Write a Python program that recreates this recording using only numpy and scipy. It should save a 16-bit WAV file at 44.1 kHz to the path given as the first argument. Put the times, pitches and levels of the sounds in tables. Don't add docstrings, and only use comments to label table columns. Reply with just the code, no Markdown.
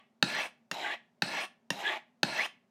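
import sys
import numpy as np
from scipy import signal
from scipy.fft import rfft, irfft, next_fast_len
from scipy.io import wavfile
from scipy.ndimage import map_coordinates

SR = 44100
rng = np.random.default_rng(int(sys.argv[2]) if len(sys.argv) > 2 else 0)


def transcribe(signal):
    frames = np.atleast_2d(signal).T
    limited = np.clip(frames, -1, 1)
    pcm = np.round(limited * 32767).astype(np.int16)
    wavfile.write(sys.argv[1], SR, pcm)


N = 119070

# start_s, rod (0 right, 1 left), length_s, tick_db, thump_db, rasp_db, song_db, pitch_ratio,
# push_place (0 heel - 1 tip), push_spread (stroke lengths), push_db, hiss_db
STROKES = [(-.275, 1, 0.23, -9, -23.5, -42.5, 1, 1.38, 0.78, 0.08, 0.5, -2.5),
           (0.2258, 0, 0.25, -5.5, -20, -39, 4, 1, 0.63, 0.13, 2, 0.5),
           (0.713, 1, 0.24, -20, -35.5, -38.5, -1, 0.89, 0.88, .2, -4, -2),
           (1.2208, 0, 0.24, -9, -24.5, -40, 0.5, 1, 0.73, 0.13, 2, 0.5),
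           (1.7033, 1, 0.28, -15.5, -27, -42, 3, 0.97, 0.67, 0.11, 2.5, 2),
           (2.231, 0, 0.24, -6, -24.5, -40, 2.5, 0.952, .76, 0.13, 4, 0.5)]
# centre_hz, width_hz, level_db, best_place (0-1), spread (stroke lengths)
RIGHT_RUB = [(184, 83, -7, 0, .35), (330, 170, -13.5, 0.08, 0.55), (616, 170, -10.5, 0.52, 0.52),
             (830, 370, -5, 0.6, 0.43), (1135, 78, -7.5, .87, 0.28), (1405, 43, -10, 0.4, 0.28),
             (1724, 140, -4.5, .55, 0.33), (2160, 300, -6, 0.5, 0.14), (2648, 180, -6.5, 0.6, 0.39),
             (3178, 770, -8, 0.63, 0.21), (4132, 620, -6, 0.1, .5), (5060, 500, -12.5, 0, 0.73),
             (5824, 590, -15.5, 0.5, .35), (7800, 510, -19.5, 0.2, 0.43), (8800, 1000, -18, .25, .2),
             (8940, 1200, -17.5, .9, 0.12)]
LEFT_RUB = [(176, 107, -57, .1, 0.22), (397, 130, -12.5, 0.61, 0.44), (693, 240, -7, 1, 0.66),
            (835.4, 190, -1.5, 0.62, 0.38), (1145, 110, -3.5, .8, 0.15), (1970, 570, 3.5, .72, 0.15),
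            (2497, 1400, -1, 1, 0.48), (3080, 420, -10, 0.52, .22), (3900, 400, -11, 0.42, 0.45),
            (5150, 1300, -21, .2, 0.37), (7160, 1800, -21.5, .55, 0.295), (9380, 1500, -30.5, 0.76, 0.14)]
# heel_hz, tip_hz, width_hz, level_db
BLADE = [(1710, 3700, 360, -0.5), (1703, 2250, 98, 4.5)]
# centre_hz, width_hz, level_db (re the note)
OVERTONE = [(3350, 530, -14), (3380, 340, -9)]
# freq_hz, level_db (per Hz)
RIGHT_HISS = [(70, -38.5), (200, -7), (900, 6.5), (2500, 18.5), (5000, -6.5), (6800, 0.5), (9000, -26.5),
              (10500, -6.5), (15000, -14), (17000, -29.5)]
LEFT_HISS = [(70, -34), (200, -6), (900, 7), (2500, 8), (4200, -5.5), (6000, -2), (9000, -14),
             (10500, -8.5), (15000, -15), (17000, -51)]
HISS_DB = [-6.5, -7]
HISS_FADE_DB = [3.5, -10.5]
# centre_hz, width_hz, level_db, t60_s
TIP_RING = [(2700, 1900, -21.5, 0.067), (2040, 670, -12, 0.16)]
# pitch_hz, level_db, t60_s
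RIGHT_TICK = [(322, -26, 0.059), (607.6, -20.5, 0.022), (832, -17.5, 0.041), (1367, -15.5, 0.026),
              (1531, -11, .018), (1773, -12, 0.027), (2620, -11, 0.02), (3040, -16.5, 0.019),
              (3802, -8, 0.014), (4330, -7, 0.014), (4750, -10.5, 0.0077), (4940, -24, 0.011),
              (6195, -25.5, 0.028), (9100, -21.5, 0.0061)]
LEFT_TICK = [(276.6, -15.5, .045), (551, -22, 0.061), (925, -21.5, 0.051), (1650, -1, 0.0063),
             (1835, -3.5, 0.022), (2750, -12.5, 0.066), (3610, -11.5, 0.024), (4740, -15.5, 0.004),
             (5520, -4.5, 0.0082), (6800, -14.5, 0.015), (9000, -13, 0.0082)]
SEAT_S = [0.00033, 0.00113]
# freq_hz, level_db (per Hz)
CRACK = [(80, -34), (300, 7), (1500, 0.5), (4500, 4.5), (7500, -9), (11000, -15.5), (16000, -22.5)]
CRACK_DB = [-13, -7.5]
# pitch_hz, level_db, t60_s
THUMP = [(130, -12, 0.19), (178.4, 2, 0.089), (208, -2, .06), (273, -8, 0.097)]
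# delay_s, level_db
WALLS = [(.0031, -17.5), (0.0172, -21.5)]
# freq_hz, t60_s
ROOM_T60 = [(150, 0.32), (700, 0.31), (2200, 0.32), (5000, 0.22), (9000, 0.18), (15000, 0.25)]
# freq_hz, level_db
ROOM_SEND = [(150, -10.5), (700, -16.5), (2200, -16), (5000, -10.5), (9000, -10.5), (15000, -22)]
# freq_hz, level_db (per Hz)
QUIET = [(15, -84.5), (25, -44.5), (80, -28), (117, -14), (236, -6), (309, -20), (416, -10.5), (451, -23.5),
         (607, -12.5), (1260, -26), (3820, -35.5), (5880, -37.5), (16000, -51)]

GLIDE_POWER = 4.48
ATTACK_S, RELEASE_S = 0.0027, 0.0097
GRIT_ROUGH = 0.4
JUDDER_DB, JUDDER_PER_S = 2.5, 170
CATCH_DB, CATCH_PER_S = 1.38, 35
TICK_ATTACK_S, CRACK_T60_S = 0.00047, 0.021
THUMP_ATTACK_S, THUMP_DELAY_S = 0.0037, 0.0017
LOW_CUT_HZ, TOP_HZ = 160, 16300
QUIET_DB = -74
HUM_HZ, HUM_WIDTH_HZ, HUM_DB = 232.6, 26, -74
LEAD_S = 1
TAIL_BUILD_S = 0.0045


def amp(db):
    return 10 ** (np.asarray(db) / 20)


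def unit(x):
    return x / np.sqrt(np.mean(x ** 2) + 1e-20)


def along(points, hz):
    point_hz, values = np.transpose(points)
    return np.interp(np.log(hz + 1), np.log(point_hz + 1), values)


def coloured(x, spectrum):
    m = next_fast_len(len(x) + 4096)
    gain = amp(along(spectrum, np.fft.rfftfreq(m, 1 / SR)))
    return irfft(rfft(x, m) * gain, m)[:len(x)]


def add(track, start_s, sound):
    i = round(start_s * SR)
    part = sound[max(-i, 0):max(len(track) - i, 0)]
    track[max(i, 0):][:len(part)] += part


def resonance(x, hz, width_hz):
    turn = np.exp(2j * np.pi * np.cumsum(hz * np.ones(len(x))) / SR)
    pole = np.exp(-np.pi * abs(width_hz) / SR)
    low = signal.lfilter([1], [1, -2 * pole, pole * pole], x / turn)
    return unit((low * turn).real)


def ring(modes, t, attack_s):
    total = 0
    for k, (hz, db, t60_s) in enumerate(modes):
        total = total + (-1) ** k * amp(db - 60 * t / t60_s) * np.sin(2 * np.pi * hz * t)
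    return (1 - np.exp(-t / attack_s)) * total


def background():
    air = unit(coloured(rng.standard_normal(N), QUIET))
    hum = resonance(rng.standard_normal(N), HUM_HZ, HUM_WIDTH_HZ)
    return amp(QUIET_DB) * air + amp(HUM_DB) * hum


def room(x):
    hz, t, z = signal.stft(rng.standard_normal(SR // 2), SR, nperseg=256)
    fade = amp(-60 * t / along(ROOM_T60, hz)[:, None]) * (1 - np.exp(-t / TAIL_BUILD_S))
    fade = fade / np.sqrt(np.mean(fade ** 2, axis=1, keepdims=True) * (SR // 2))
    send = amp(along(ROOM_SEND, hz))[:, None]
    echo = signal.istft(z * fade * send, SR, nperseg=256)[1]
    for delay_s, db in WALLS:
        echo[round(delay_s * SR)] += amp(db)
    return signal.fftconvolve(x, echo)[:len(x)]


def base_thump():
    return ring(THUMP, np.arange(SR // 3) / SR, THUMP_ATTACK_S)


def tip_ring(rod):
    t = np.arange(SR // 3) / SR
    hz, width_hz, db, t60_s = TIP_RING[rod]
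    return amp(db - 60 * t / t60_s) * resonance(rng.standard_normal(len(t)), hz, width_hz)


def tick(rod):
    t = np.arange(SR // 8) / SR
    noise = unit(coloured(rng.standard_normal(len(t)), CRACK))
    crack = noise * amp(CRACK_DB[rod] - 60 * t / CRACK_T60_S) * (1 - np.exp(-t / TICK_ATTACK_S))
    modes = ring((RIGHT_TICK, LEFT_TICK)[rod], np.maximum(t - SEAT_S[rod], 0), TICK_ATTACK_S)
    return modes + crack


def grit(t):
    noise, sizes, fast, slow = rng.standard_normal((4, len(t)))
    judder = map_coordinates(fast, [t * JUDDER_PER_S], order=1)
    catch = map_coordinates(slow, [t * CATCH_PER_S], order=1)
    return unit(noise * np.exp(GRIT_ROUGH * sizes) * amp(JUDDER_DB * judder + CATCH_DB * catch))


def blade_song(rod, t, place, song_db, pitch_ratio):
    heel_hz, tip_hz, width_hz, db = BLADE[rod]
    note_hz = pitch_ratio * (heel_hz + (tip_hz - heel_hz) * place ** GLIDE_POWER)
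    note = resonance(grit(t), note_hz, width_hz)
    over_hz, over_width_hz, over_db = OVERTONE[rod]
    overtone = amp(over_db) * resonance(grit(t), over_hz, over_width_hz)
    return amp(db + song_db) * (note + overtone)


def rasp(rod, length_s, song_db, pitch_ratio, push_place, push_spread, push_db, hiss_db):
    t = np.arange(SR // 2) / SR
    place = np.minimum(t / length_s, 1)
    release = np.exp(-np.maximum(t - length_s + RELEASE_S, 0) / RELEASE_S)
    contact = (1 - np.exp(-t / ATTACK_S)) * release

    def swell(best, spread):
        return np.exp(-.5 * ((place - best) / spread) ** 2)

    hiss = unit(coloured(grit(t), (RIGHT_HISS, LEFT_HISS)[rod]))
    rub = amp(HISS_DB[rod] + hiss_db + HISS_FADE_DB[rod] * place) * hiss
    for hz, width_hz, db, best, spread in (RIGHT_RUB, LEFT_RUB)[rod]:
        rub = rub + amp(db) * swell(best, spread) * resonance(grit(t), hz, width_hz)
    song = blade_song(rod, t, place, song_db, pitch_ratio)
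    push = swell(push_place, push_spread)
    return contact * amp(push_db * push) * (rub + push * song)


def knife():
    out = np.zeros(N + LEAD_S * SR)
    thump = base_thump()
    for start_s, rod, length_s, tick_db, thump_db, rasp_db, *gesture in STROKES:
        rod = int(round(rod))
        at_s = LEAD_S + start_s
        add(out, at_s, amp(tick_db) * tick(rod))
        add(out, at_s + THUMP_DELAY_S, amp(thump_db) * thump)
        add(out, at_s, amp(rasp_db) * rasp(rod, length_s, *gesture))
        add(out, at_s + length_s, amp(rasp_db) * tip_ring(rod))
    return signal.sosfilt(signal.butter(2, LOW_CUT_HZ, "high", fs=SR, output="sos"), out)


def scene():
    near = knife()
    heard = (near + room(near))[-N:]
    return (heard + background())[None]


def record(dry):
    m = next_fast_len(N + 4096)
    passed = np.fft.rfftfreq(m, 1 / SR) < TOP_HZ
    return irfft(rfft(dry, m) * passed, m)[:, :N]


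dry = scene()
out = record(dry)
transcribe(out)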